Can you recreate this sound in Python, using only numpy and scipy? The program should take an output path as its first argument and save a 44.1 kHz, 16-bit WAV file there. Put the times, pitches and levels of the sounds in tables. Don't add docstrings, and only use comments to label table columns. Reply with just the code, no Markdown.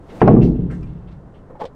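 import sys
import numpy as np
from scipy import signal
from scipy.fft import rfft, irfft, next_fast_len
from scipy.io import wavfile
from scipy.ndimage import uniform_filter1d, minimum_filter1d, map_coordinates

SR = 44100
rng = np.random.default_rng(int(sys.argv[2]) if len(sys.argv) > 2 else 0)


def waveform_to_disk(signal):
    frames = np.transpose(np.atleast_2d(signal))
    scaled = np.clip(frames, -1, 1) * 32767
    samples = np.round(scaled).astype(np.int16)
    wavfile.write(sys.argv[1], SR, samples)


N = 77175

# start in seconds, boom in dB, shudder in dB, shudder cut-off
# in Hz, knock in dB, knock pitch in Hz, crack in dB, tick in dB.
BLOWS = [(0.215, -17.5, -7, 5000, -3.5, 435.4, -3, -48), (.2755, -14.5, -11, 3500, -5, 663, -9.5, -42.5),
         (.362, -15.5, -15, 380, -21, 710, -44.5, -91)]


def dumpster():
    out = boom()
    for start, _, shudder_db, cutoff_hz, knock_db, knock_hz, crack_db, tick_db in BLOWS:
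        out += amp(shudder_db) * shudder(start, cutoff_hz)
        out += amp(knock_db) * knock(start, knock_hz)
        out += crack(start, crack_db, tick_db)
    return out


# pitch in Hz, level in dB, time to fall 60 dB (t60) in seconds.
BIN_MODES = [(48.3, -11.5, 1.48), (59.2, -6, 1.68), (82.2, -24.5, 1.6), (122.9, 4, 0.57),
             (142.4, -4.5, 1.6), (172.2, -6.5, 1.79), (178.4, -1.5, 1.47), (213.7, 5.5, 0.53),
             (247, -1, 0.98), (308.8, -8.5, 1.2), (357, -7.5, 0.69), (395.8, -11, 1.02), (467, -8.5, 0.65),
             (608, -22.5, 1), (728, -18, 0.4), (1110, -26.5, 0.11)]


def boom(rise_cycles=5.3, waver=.14, wavers_per_s=9):
    out = np.zeros(N)
    since_landing = since(BLOWS[0][0])
    for k, (hz, db, t60) in enumerate(BIN_MODES):
        energy = sum((amp(boom_db) * burst(start, rise_cycles / hz, t60)) ** 2
                     for start, boom_db, *_ in BLOWS)
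        phase = 2 * np.pi * hz * since_landing + waver * wobble(wavers_per_s)
        flex = 1 + waver * wobble(wavers_per_s)
        out += (-1) ** k * amp(db) * np.sqrt(energy) * flex * np.sin(phase)
    return out


# frequency in Hz, relative level in dB.
SHUDDER_SPECTRUM = [(20, -8.5), (50, -8.5), (85, -3.5), (130, 2), (250, 1), (440, 2.5), (550, -12.5),
                    (750, -12), (1300, -25.5), (2600, -37.5), (4000, -51.5), (8000, -62.5), (15000, -82)]
# frequency in Hz, t60 in seconds.
SHUDDER_DECAY = [(50, 2.05), (170, 1.444), (400, 0.8), (750, 0.66), (1400, 0.39), (3000, 0.45),
                 (9000, 0.74)]


def shudder(start, cutoff_hz):
    hz, t, bands = signal.stft(noise(SHUDDER_SPECTRUM), SR, nperseg=1024)
    decay = amp(-60 * np.maximum(t - start, 0) / along(SHUDDER_DECAY, hz)[:, None])
    lowpass = 1 / np.hypot(1, hz / cutoff_hz)[:, None]
    _, ringing = signal.istft(bands * decay * lowpass, SR, nperseg=1024)
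    return ringing[:N] * ramp(start, rise_s=.0016)


# ratio to the knock pitch, level in dB.
KNOCK_NOTES = [(.91, -3), (1, -2), (1.1, -8), (1.65, -11)]


def knock(start, hz):
    return notes(KNOCK_NOTES, start, hz) * burst(start, rise_s=.0051, t60_s=.088)


# frequency in Hz, relative level in dB.
CRACK_SPECTRUM = [(200, -3.5), (550, 5), (780, 10.5), (1100, 1.5), (1700, -7.5), (3000, -23), (4500, -58),
                  (8000, -81.5)]
TICK_SPECTRUM = [(1000, -10), (3000, -2.5), (5300, -1.5), (7000, -25), (15000, -42)]


def crack(start, crack_db, tick_db, rise_s=.0029):
    body = amp(crack_db) * noise(CRACK_SPECTRUM) * burst(start, rise_s, t60_s=.049)
    tick = amp(tick_db) * noise(TICK_SPECTRUM) * burst(start, rise_s, t60_s=.029)
    return body + tick


# time in seconds, level in dB.
SWING_LEVELS = [(0, -55), (.07, -46.5), (0.157, -35.5), (0.202, -36), (.24, -54)]
# frequency in Hz, relative level in dB.
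SWISH_SPECTRUM = [(40, -14.5), (130, 5.5), (400, 1.5), (750, -4), (1100, -15), (2500, -23.5), (9000, -37),
                  (15000, -47)]


def swing():
    times, db = np.transpose(SWING_LEVELS)
    return noise(SWISH_SPECTRUM) * amp(np.interp(since(0), times, db, right=-120))


# start in seconds, scrape in dB, hollow note in Hz,
# ring in dB, grit in dB, rise in seconds, t60 in seconds.
SCUFFS = [(0.7, -39, 635, -53, -72.5, 0.032, 0.078), (1.492, -39.5, 503.5, -38, -94, 0.014, 0.18),
          (1.551, -41, 845, -38.5, -91, 0.0031, 0.14), (1.59, -28.5, 778, -29.5, -48, 0.024, 0.077),
          (1.613, -24, 846, -20, -47.5, 0.0042, 0.082), (1.626, -27.5, 481, -32, -49.5, .018, 0.029),
          (1.652, -32, 517, -28.5, -41, 0.0015, 0.077)]
# frequency in Hz, relative level in dB.
SOLE_SPECTRUM = [(60, -26.5), (170, -3), (380, -7), (520, 4), (860, -6.5), (1100, -10.5), (2500, -34),
                 (6000, -55)]
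GRIT_SPECTRUM = [(500, -23), (1400, -1.5), (2150, 1), (2700, -2.5), (3300, 3), (4400, -3.5), (5200, -8.5),
                 (6500, -16), (8500, -18.5), (11000, -39.5), (15000, -43)]
# ratio to the hollow note, level in dB.
SOLE_NOTES = [(1, -0.5), (1.28, -17), (2.12, -23.5), (2.6, -28)]


def shoe(note_boost_db=5.5):
    out = np.zeros(N)
    for start, scrape_db, note_hz, ring_db, grit_db, rise, t60 in SCUFFS:
        scrape = crackle(lambda hz: along(SOLE_SPECTRUM, hz) + note_boost_db * peak(hz, note_hz, .07))
        grit = crackle(lambda hz: along(GRIT_SPECTRUM, hz))
        ring = notes(SOLE_NOTES, start, note_hz)
        scuff = amp(scrape_db) * scrape + amp(ring_db) * ring + amp(grit_db) * grit
        out += scuff * burst(start, rise, t60)
    return out


# start in seconds, level in dB, rise in seconds,
# t60 in seconds, centre of the bright peak in Hz, a quarter of its width in octaves.
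RUSTLES = [(0.073, -51.5, 0.032, 0.15, 3050, 0.64), (0.197, -32.5, 0.014, 0.052, 2350, 0.08),
           (0.407, -37.5, 0.013, 0.11, 2600, 0.18), (.412, -47, 0.027, 0.28, 4540, 0.7),
           (0.538, -64, 0.021, 1.8, 3000, .25), (0.691, -42, 0.021, 0.22, 1670, 0.38),
           (.697, -58.5, .012, 0.57, 8100, 0.62), (0.827, -54, 0.0036, 0.034, 5150, 0.055),
           (0.824, -53.5, 0.0043, 0.15, 2410, 0.051), (0.859, -63, 0.01, 1.1, 2790, 0.58),
           (1.072, -56, 0.0068, 0.14, 2900, 0.5), (1.103, -58.5, 0.0075, 0.2, 3340, 1),
           (1.338, -58, 0.0049, 0.23, 3020, 0.17)]
# frequency in Hz, relative level in dB.
PLASTIC_SPECTRUM = [(300, -10.5), (1000, 21), (2500, 10.5), (8000, -6), (11000, -14), (15000, -25.5)]


def bags(focus_db=16.5, skirt_db_per_octave=1.5):
    out = np.zeros(N)
    for start, db, rise, t60, centre_hz, width in RUSTLES:
        def colour_db(hz):
            focus = focus_db * peak(hz, centre_hz, width)
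            skirt = skirt_db_per_octave * np.abs(np.log2((hz + 1) / centre_hz))
            return along(PLASTIC_SPECTRUM, hz) + focus - skirt
        out += amp(db) * crackle(colour_db) * burst(start, rise, t60)
    return bin_walls(out)


def bin_walls(x, count=8, share=.45, nearest_s=.0014, farthest_s=.009):
    delays = rng.uniform(nearest_s, farthest_s, count)
    echoes = sum(np.pad(x, (int(delay * SR), 0))[:N] for delay in delays)
    return (x + share * echoes) / np.sqrt(1 + count * share ** 2)


# frequency in Hz, relative level in dB.
AIR_SPECTRUM = [(20, 3), (130, -2), (250, -7), (500, -10.5), (720, -16), (1000, -18), (1850, -30.5),
                (2350, -42), (4000, -47.5), (9000, -54), (15500, -72)]


def outdoor_air(level_db=-42.5):
    return amp(level_db) * noise(AIR_SPECTRUM)


def amp(db):
    return 10 ** (np.asarray(db) / 20)


def unit(x):
    return x / np.sqrt(np.mean(x ** 2) + 1e-20)


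def along(points, hz):
    frequencies, values = np.transpose(points)
    return np.interp(np.log(hz + 1), np.log(frequencies + 1), values)


def peak(hz, centre_hz, width):
    return 1 / (1 + (np.log2((hz + 1) / centre_hz) / (2 * width)) ** 2)


def since(start):
    return np.maximum(np.arange(N) / SR - start, 0)


def ramp(start, rise_s):
    return np.sin(np.pi / 2 * np.minimum(since(start) / rise_s, 1)) ** 2


def burst(start, rise_s, t60_s):
    return ramp(start, rise_s) * amp(-60 * since(start + rise_s) / t60_s)


def wobble(rate):
    return map_coordinates(rng.standard_normal(N), [np.arange(N) * rate / SR], mode="mirror")


def filtered(x, response):
    size = next_fast_len(N + SR // 2)
    return irfft(rfft(x, size) * response(np.fft.rfftfreq(size, 1 / SR)), size)[:N]


def noise(spectrum):
    return unit(filtered(rng.standard_normal(N), lambda hz: amp(along(spectrum, hz))))


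def crackle(colour_db, clump_db=2.8, clumps_per_s=700):
    snaps = rng.standard_normal(N) * amp(clump_db * wobble(clumps_per_s))
    return unit(filtered(snaps, lambda hz: amp(colour_db(hz))))


def notes(table, start, hz):
    return sum(amp(db) * np.sin(2 * np.pi * ratio * hz * since(start)) for ratio, db in table)


def scene():
    return (dumpster() + swing() + bags() + shoe() + outdoor_air())[None]


def record(dry):
    ceiling, release_db_per_s, window_s, top_hz = .99, 56.5, .002, 15700
    mic, window = dry[0], int(window_s * SR)
    excess_db = 20 * np.log10(np.maximum(np.abs(mic) / ceiling, 1))
    needed_db = minimum_filter1d(-excess_db, window)
    recovery_db = release_db_per_s * since(0)
    gain_db = np.minimum.accumulate(needed_db - recovery_db) + recovery_db
    limited = mic * amp(uniform_filter1d(gain_db, window))
    return filtered(limited, lambda hz: hz < top_hz)[None]


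dry = scene()
out = record(dry)
waveform_to_disk(out)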